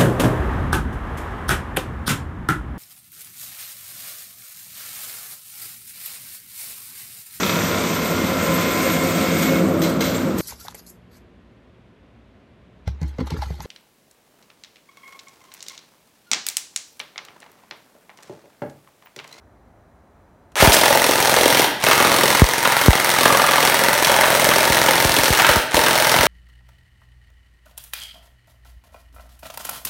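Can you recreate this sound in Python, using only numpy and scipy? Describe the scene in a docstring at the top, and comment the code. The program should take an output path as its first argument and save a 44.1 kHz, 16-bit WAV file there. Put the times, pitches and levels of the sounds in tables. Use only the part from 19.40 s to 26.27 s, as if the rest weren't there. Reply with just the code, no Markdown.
"""Gel blaster in a tin shed

An electric gel blaster fires three bursts, about 21.5 shots a second, at a cardboard box.
A motor winds the piston back through whirring gears; the piston slams home as knocks, ticks and puffs.
About 23 ms later each gel ball lands: filtered pushes and noise crumples, and a ringing sine for the panel.
Now and then a stray drop or puff of air pops the microphone, a slowing sine swing.
Decaying noise echoes make the shed ring on between bursts, over a quiet rumble and a faint whine."""
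import sys
import numpy as np
from scipy import signal
from scipy.fft import rfft, irfft
from scipy.io import wavfile
from scipy.ndimage import uniform_filter1d

SR = 44100
rng = np.random.default_rng(int(sys.argv[2]) if len(sys.argv) > 2 else 0)


def log_audio(samples):
    """Write samples as a 16-bit WAV file to the path given in sys.argv[1]."""
    # one column per channel
    frames = np.atleast_2d(samples).T
    # limit to full scale, then quantise
    limited = np.clip(frames, -1, 1)
    pcm = np.round(limited * 32767).astype(np.int16)
    wavfile.write(sys.argv[1], SR, pcm)


N = 302967

# Bursts of fire. Each row: motor on in seconds, first shot in seconds, motor off in seconds.
BURSTS = [(1.156, 1.2035, 2.235), (2.396, 2.4402, 6.175), (6.305, 6.3452, 6.9)]
# Spectrum of the gear noise. Each row: frequency in Hz, relative level in dB.
GEAR_SPECTRUM = [(100, -48), (400, -5), (900, 0.5), (1900, -4), (2700, -4), (4200, -7), (4900, -14),
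                 (5600, -8), (7600, -12.5), (9200, -11.5), (10500, -14), (16000, -22.5)]


def amp(db):
    """Decibels to gain."""
    return 10 ** (np.asarray(db) / 20)


def unit(x):
    """Scale to rms 1."""
    return x / np.sqrt(np.mean(x ** 2) + 1e-20)


def along(points, hz):
    """Interpolate (Hz, value) points on a log frequency axis."""
    point_hz, value = np.transpose(points)
    return np.interp(np.log(hz + 1), np.log(point_hz), value)


def coloured(x, spectrum):
    """Filter x with a causal, minimum-phase response of unit energy that has this spectrum."""
    size = 4096
    gain = amp(along(spectrum, np.fft.rfftfreq(size, 1 / SR)))
    # folding the cepstrum makes the response causal
    cepstrum = irfft(np.log(gain))
    cepstrum[1:size // 2] *= 2
    cepstrum[size // 2 + 1:] = 0
    response = irfft(np.exp(rfft(cepstrum)))
    return signal.fftconvolve(x, response / np.linalg.norm(response))[:len(x)]


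def add(track, start_s, sound):
    """Mix a sound into a track at a time."""
    start = int(np.clip(round(start_s * SR), 0, N))
    track[start:start + len(sound)] += sound[:N - start]


def grit(size, spiky_db):
    """Noise of rms 1 made of tiny contacts of unequal force."""
    force = np.repeat(rng.standard_normal(size // 16 + 1), 16)[:size]
    return unit(rng.standard_normal(size) * amp(spiky_db * force))


def shot_times():
    """While the motor is powered, one shot follows another at the drifting pace of the gearbox."""
    # Each row: time in seconds, interval from shot to shot in seconds.
    pace = [(1.2, .0466), (1.5, .04595), (2.0, .046), (2.2, .047), (2.44, .0463), (3.6, .0465),
            (4.3, .0466), (5.2, .0466), (5.6, .04645), (6.4, .0465)]
    pace_s, interval_s = np.transpose(pace)
    shots = []
    for _, shot_s, off_s in BURSTS:
        while shot_s < off_s:
            shots.append(shot_s)
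            shot_s += np.interp(shot_s, pace_s, interval_s)
    return np.array(shots)


def piston(knock_gain_db=12.7, tick_gain_db=7.5, tick_t60_s=.0016, air_gain_db=-7,
           air_width_s=.0018, looseness_s=.00007, path_scatter_s=.0003):
    """Each slam knocks the plastic shell, ticks sharply and spits a puff of air; near walls repeat it."""
    # Contacts in a slam. Each row: delay after the shot in seconds, relative shell knock in dB,
    # relative sharp tick in dB.
    contacts = [(-.0013, -2, -5.5), (0, 1, -0.5), (.0011, 0.5, -3.5), (.0022, -5.5, -19.5)]
    # Reflections off nearby walls. Each row: delay in seconds, level in dB.
    walls = [(.0076, -11.5), (.0085, -9), (.015, -13.5)]
    # Spectra of the shell, and of the ticks and air. Each row: frequency in Hz, relative level in dB.
    shell_spectrum = [(25, -52), (45, -14), (70, -6.5), (100, -12), (135, -4.5), (190, 0.5), (270, 9),
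                      (380, -20.5), (560, -6), (740, -12), (940, 4.5), (1130, -9.5), (1750, -2.5),
                      (2120, 3.5), (2500, -7), (7600, -18), (16000, -22)]
    air_spectrum = [(30, -33), (100, -18), (500, -4), (1000, -9), (2100, -9.5), (2800, -32), (4300, -12),
                    (4900, -19), (5600, -12.5), (7600, -24), (9200, -14), (10500, -21.5), (12000, -18),
                    (16000, -21)]
    slam_db, slam_scatter_db = -11, 0.98
    direct_s = .00036

    knocks, puffs = np.zeros(N), np.zeros(N)
    t = np.arange(SR // 100) / SR
    middle_s = t[-1] / 2
    puff_shape = np.exp(-.5 * ((t - middle_s) / air_width_s) ** 2)
    shots = shot_times()
    shot_levels_db = slam_db + slam_scatter_db * rng.standard_normal(len(shots))
    for shot_s, shot_db in zip(shots, shot_levels_db):
        for delay_s, path_db in [(direct_s, 0), *walls]:
            arrival_s = shot_s + delay_s + path_scatter_s * rng.standard_normal()
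            level_db = shot_db + path_db
            for contact_s, knock_db, tick_db in contacts:
                touch_s = arrival_s + contact_s + looseness_s * rng.standard_normal()  # play in the parts
                add(knocks, touch_s, amp([level_db + knock_db + knock_gain_db]))
                tick_gain = amp(level_db + tick_db + tick_gain_db - 60 * t / tick_t60_s)
                add(puffs, touch_s, tick_gain * rng.standard_normal(len(t)))
            puff = puff_shape * rng.standard_normal(len(t))
            add(puffs, arrival_s - middle_s, amp(level_db + air_gain_db) * puff)
    return coloured(knocks, shell_spectrum) + coloured(puffs, air_spectrum)


def landings():
    """One ball lands a flight time after each shot; rows of time in s, splat, crack and knock in dB."""
    # Landing levels as the aim wanders over the box. Each row: time in seconds,
    # relative wet splat in dB, relative cardboard crack in dB, relative hollow box knock in dB.
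    aim = [(1.3, -12, -16, -29), (1.52, -15.5, -22, -17.5), (1.8, -16.5, -27, -20.5), (1.98, -14, -19, -15),
           (2.2, -17, -16, -19), (2.5, -19.5, -17.5, -21.5), (2.88, -14.5, -24, -19),
           (3.08, -16.5, -39, -29), (3.35, -24, -26, -28), (3.65, -19, -29, -21), (3.88, -27, -16.5, -19.5),
           (4.05, -28, -19.5, -25.5), (4.24, -14.5, -14, -20), (4.52, -29, -29, -29.5),
           (4.76, -24, -16.5, -21), (4.96, -19, -32, -18), (5.28, -19, -39, -22), (5.53, -18.5, -19, -20.5),
           (5.8, -18.5, -37, -29), (6.45, -15.5, -22, -22.5), (6.87, -16, -17.5, -19.5)]
    # Balls that land squarely and stand out; same columns as the aim.
    square_hits = [(1.2238, -11, -15, -11.5), (1.3212, -11, -34, -42), (1.4578, -13.5, -16, -17),
                   (2.5121, -11.5, -10, -27), (3.2518, -16, -9.5, -22), (3.5309, -16.5, -12, -31),
                   (3.7156, -16, -29, -21), (3.8093, -12.5, -41, -17), (4.18, -21, -14, -21),
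                   (4.647, -10, -35, -44), (4.6951, -27, -14.5, -18), (4.8353, -32, -12, -32),
                   (5.1126, -24, -14.5, -25), (5.3465, -14.5, -26, -19.5), (5.4846, -23, -12, -17.5),
                   (5.7655, -13.5, -21, -15), (5.857, -13, -19, -29), (5.9972, -33, -11, -20),
                   (6.0463, -29, -10.5, -28), (6.0902, -18, -12, -15.5), (6.368, -12.5, -17, -14.5),
                   (6.4631, -16, -12.5, -16)]
    flight_s, flight_scatter_s = .0228, .0008
    ball_scatter_db, part_scatter_db = 1.5, 2

    shots = shot_times()
    chance = rng.standard_normal((len(shots), 5))
    land_s = shots + flight_s + flight_scatter_s * chance[:, 0]
    aim_s, *parts_db = np.transpose(aim)
    levels_db = np.transpose([np.interp(land_s, aim_s, part_db) for part_db in parts_db])
    levels_db = levels_db + ball_scatter_db * chance[:, 1:2] + part_scatter_db * chance[:, 2:]
    hits = np.column_stack([land_s, levels_db])
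    for square in square_hits:
        hits[np.argmin(np.abs(land_s - square[0]))] = square
    return hits


def smacks(hits, spectrum, t60_s, gain_db, push_db, spiky_db):
    """One part of every landing: a single push, and a short crumple that dies away."""
    track, t = np.zeros(N), np.arange(SR // 16) / SR
    for hit_s, hit_db in hits:
        add(track, hit_s, amp([hit_db + push_db]))
        add(track, hit_s, amp(hit_db + gain_db - 60 * t / t60_s) * grit(len(t), spiky_db))
    return coloured(track, spectrum)


def panel(times_s, ring_db=4, detune=0.048):
    """Every landing rings the cardboard at a pitch set by where it strikes."""
    # Panel under the point of aim. Each row: time in seconds, pitch in Hz, relative level in dB.
    ringing = [(1.22, 672, -14), (1.55, 590, -22.5), (1.75, 570, -46), (2.0, 530, -14), (2.3, 580, -41),
               (2.5, 1114, -17.5), (2.75, 1147, -20), (3.1, 973, -21.5), (3.72, 1220, -28),
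               (3.85, 1195, -15), (4.1, 1210, -13.5), (4.28, 1180, -46), (4.36, 570, -23),
               (4.8, 614, -20.5), (5.3, 576, -20.5), (5.7, 574, -33), (6.87, 612, -21.5)]
    when_s, pitch_hz, pitch_db = np.transpose(ringing)
    t60_s = .06
    track, t = np.zeros(N), np.arange(SR // 8) / SR
    for hit_s, (pitch_chance, force_db) in zip(times_s, rng.standard_normal((len(times_s), 2))):
        hz = np.interp(hit_s, when_s, pitch_hz) * (1 + detune * pitch_chance)
        level_db = np.interp(hit_s, when_s, pitch_db) + ring_db + force_db
        add(track, hit_s, amp(level_db - 60 * t / t60_s) * np.sin(2 * np.pi * hz * t))
    return track


def target():
    """The gel splats, the cardboard face cracks and rings, and the box knocks."""
    # Spectra of the three parts. Each row: frequency in Hz, relative level in dB.
    splat_spectrum = [(900, -50), (2400, 1), (3800, 3), (4900, 0.5), (5500, 0.5), (7600, -10), (9200, -2.5),
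                      (10500, -9.5), (16000, -12)]
    crack_spectrum = [(60, -36.5), (500, -10), (900, 0), (1220, -2), (1600, -2.5), (2200, -9), (3200, -7.5),
                      (8000, -34.5)]
    box_spectrum = [(50, -64), (130, -13.5), (300, -3), (430, -3.5), (600, 1), (760, -8), (900, 0),
                    (1200, -41), (4000, -24)]
    box_lag_s = .0018  # the hollow answers just after the face

    hits = landings()
    box_hits = hits[:, [0, 3]] + [box_lag_s, 0]
    splat = smacks(hits[:, [0, 1]], splat_spectrum, t60_s=.06, gain_db=-3, push_db=18, spiky_db=-0.5)
    crack = smacks(hits[:, [0, 2]], crack_spectrum, t60_s=.073, gain_db=2, push_db=3, spiky_db=2.5)
    knock = smacks(box_hits, box_spectrum, t60_s=.068, gain_db=1.5, push_db=19.5, spiky_db=6)
    return splat + crack + knock + panel(hits[:, 0])


def spatter(fall_db=9):
    """Fragments of a burst ball rattle over the box and wall as short band-shaped grit."""
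    # Each row: start in seconds, length in seconds, relative level in dB, centre frequency in Hz.
    sprays = [(1.205, 0.021, -14, 1770), (1.239, 0.026, -12, 760), (1.286, 0.019, -22, 750),
              (1.327, 0.028, -14, 7350), (2.515, 0.021, -21, 2000), (4.648, .006, -29, 4460),
              (5.991, 0.024, -19.5, 1590), (6.033, .025, -37, 1600), (6.088, 0.0068, -13, 700)]
    track, t = np.zeros(N), np.arange(SR // 8) / SR
    for start_s, length_s, db, hz in sprays:
        spray = grit(len(t), spiky_db=3) * np.exp(-(t / length_s) ** 4)
        spectrum = [(hz / 8, -2 * fall_db), (hz / 2, -2), (hz, 0), (hz * 8, -2 * fall_db)]
        add(track, start_s, amp(db) * coloured(spray, spectrum))
    return track


def gearbox(gear_db=-28, spin_up_s=.022, coast_s=.018, sag=0.03, teeth=0.82, load_db=2):
    """The motor spins up, sags as it winds the spring and coasts; its gear teeth grind and whine."""
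    # Gear whine. Each row: multiple of the motor speed, relative level in dB.
    whine_orders = [(3, -37), (5, -47.5), (10, -71), (20, -41)]
    gear_ratio = 18.83  # motor turns per shot

    t = np.arange(N) / SR
    shots = shot_times()
    running = np.zeros(N)  # 0 at rest to 1 at full speed
    for on_s, _, off_s in BURSTS:
        rise = 1 - np.exp(-np.maximum(t - on_s, 0) / spin_up_s)
        running += rise * np.exp(-np.maximum(t - off_s, 0) / coast_s)
    stroke = 2 * np.pi * np.interp(t, shots, np.arange(len(shots)))
    shots_per_s = 1 / np.median(np.diff(shots))
    motor_hz = gear_ratio * shots_per_s * running * (1 + sag * np.sin(stroke))
    shaft = 2 * np.pi * np.cumsum(motor_hz) / SR
    mesh = 1 + teeth * np.cos(10 * shaft)  # ten teeth on the pinion
    turn = 1 + teeth * np.cos(shaft)
    grind = amp(gear_db) * coloured(grit(N, spiky_db=7) * mesh * turn, GEAR_SPECTRUM)
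    whine = sum(amp(db) * np.sin(round(order) * shaft) for order, db in whine_orders)
    load = amp(load_db * np.sin(stroke))
    return np.sqrt(running) * load * (grind + whine)


def trigger(click_db=-52, kick_db=-18, strain_db=-20, whine_db=-23, from_hz=950, to_hz=2400):
    """The trigger clicks, the gears take up their slack and whine upwards through the first winding."""
    click_s, click_t60_s, kick_t60_s = 1.119, .037, .0064
    track, t = np.zeros(N), np.arange(SR // 16) / SR
    start_s, first_shot_s, _ = BURSTS[0]
    wound = t / (first_shot_s - start_s)  # 0 to 1 as the spring is drawn back
    straining = np.sqrt(wound) * (wound < 1)
    click, rasp = rng.standard_normal((2, len(t)))
    add(track, click_s, amp(click_db - 60 * t / click_t60_s) * click)
    rasp_gain = amp(kick_db - 60 * t / kick_t60_s) + amp(strain_db) * straining
    add(track, start_s, rasp_gain * rasp)
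    track = coloured(track, GEAR_SPECTRUM)
    whine_hz = from_hz + (to_hz - from_hz) * wound
    whine = np.sin(2 * np.pi * np.cumsum(whine_hz) / SR)
    add(track, start_s, amp(whine_db) * straining * whine)
    return track


def pops(pop_db=-4):
    """A blow on the microphone swings it to and fro, ever more slowly and weakly."""
    # Each row: start in seconds, relative level in dB.
    blows = [(1.224, -2), (1.275, 1), (3.019, 12.5), (3.483, 11), (5.3, -11), (5.65, -6.5), (5.695, -15),
             (5.79, -16), (5.904, -4.5), (6.093, -11), (6.165, -6.5), (6.342, -13), (6.389, -19),
             (6.791, -11)]
    first_cycle_s, slowing, life_s = .002, .41, .024
    track, t = np.zeros(N), np.arange(SR // 8) / SR
    swing = np.sin(2 * np.pi * (t / first_cycle_s) ** slowing)
    swing *= np.exp(-(t / life_s) ** 2)
    swing /= (1 + t / first_cycle_s) ** .25
    for start_s, db in blows:
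        add(track, start_s, amp(db + pop_db) * swing)
    return track


def shed(x, tail_db=-3.5, count=7, build_up_s=.016):
    """Each frequency of the tail dies at its own speed; the echo pattern drifts as the microphone moves."""
    # Decay of the tail. Each row: frequency in Hz, t60 in seconds.
    decay = [(150, 1), (400, 0.58), (1000, 0.69), (2800, 0.89), (7300, 0.44), (15000, 0.36)]
    # Colour of the tail. Each row: frequency in Hz, relative level in dB.
    tail_colour = [(60, -17), (200, -2), (330, -3.5), (600, -2), (760, -1.5), (920, -1), (1090, -9),
                   (1400, 2), (2100, -4), (6000, -3.5), (15000, 2.5)]
    heard = x.copy()
    place = np.linspace(0, count - 1, N)
    for spot in range(count):
        hz, t, bins = signal.stft(rng.standard_normal(SR), SR, nperseg=256)
        fade_db = along(tail_colour, hz)[:, None] - 60 * t / along(decay, hz)[:, None]
        build_up = 1 - np.exp(-t / build_up_s)
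        tail = signal.istft(bins * amp(fade_db) * build_up, SR, nperseg=256)[1]
        tail *= amp(tail_db) / np.linalg.norm(tail)
        # crossfade from one spot's echo pattern to the next
        near = np.flatnonzero(np.abs(place - spot) < 1)
        part = x[near] * np.cos(np.pi / 2 * (place[near] - spot))
        add(heard, near[0] / SR, signal.fftconvolve(part, tail))
    return heard


def background():
    """A quiet rumble of shaped noise, and a faint electrical whine of steady sines."""
    # Spectrum of the quiet. Each row: frequency in Hz, relative level in dB.
    quiet_spectrum = [(25, -26), (55, -3), (80, -2.5), (130, -10.5), (250, -10.5), (480, -16.5),
                      (620, -12.5), (800, -16), (1300, -22), (2000, -28.5), (2800, -39), (5000, -44),
                      (15000, -49)]
    # Each row: frequency in Hz, rms level in dB.
    whine_tones = [(3984, -88), (5975, -88), (6971, -91), (8963, -92), (9959, -94)]
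    t = np.arange(N) / SR
    rumble = amp(-52.5) * coloured(rng.standard_normal(N), quiet_spectrum)
    whine = sum(amp(db) * np.sqrt(2) * np.sin(2 * np.pi * hz * t) for hz, db in whine_tones)
    return rumble + whine


def scene():
    """Blaster and target in the shed, with microphone pops, over the quiet background."""
    firing = piston() + target() + spatter() + gearbox() + trigger()
    return (amp(2.0) * shed(firing) + pops() + background())[None]


def gain_control(x, ceiling_db=-2.0, recover_db_per_s=10):
    """A level over the ceiling turns the gain down at once; it creeps back afterwards."""
    power = np.abs(uniform_filter1d(x ** 2, size=SR // 100))  # 10 ms mean
    over_db = np.maximum(10 * np.log10(power + 1e-12) - ceiling_db, 0)
    recovered_db = recover_db_per_s * np.arange(N) / SR
    cut_db = np.maximum.accumulate(over_db + recovered_db, axis=-1) - recovered_db
    return x * amp(-cut_db)


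def record(dry):
    """The phone thins the deepest bass, ducks when loud, rounds off peaks and low-passes at 16 kHz."""
    high_pass = signal.butter(1, 18, "highpass", fs=SR, output="sos")
    lean = signal.sosfilt(high_pass, dry)
    held = gain_control(lean)
    rounded = held / (1 + np.abs(held) ** 6) ** (1 / 6)
    low_pass = signal.firwin(255, 16000, fs=SR, window="blackman")
    return signal.fftconvolve(rounded, low_pass[None], mode="same")


dry = scene()
out = record(dry)
log_audio(out)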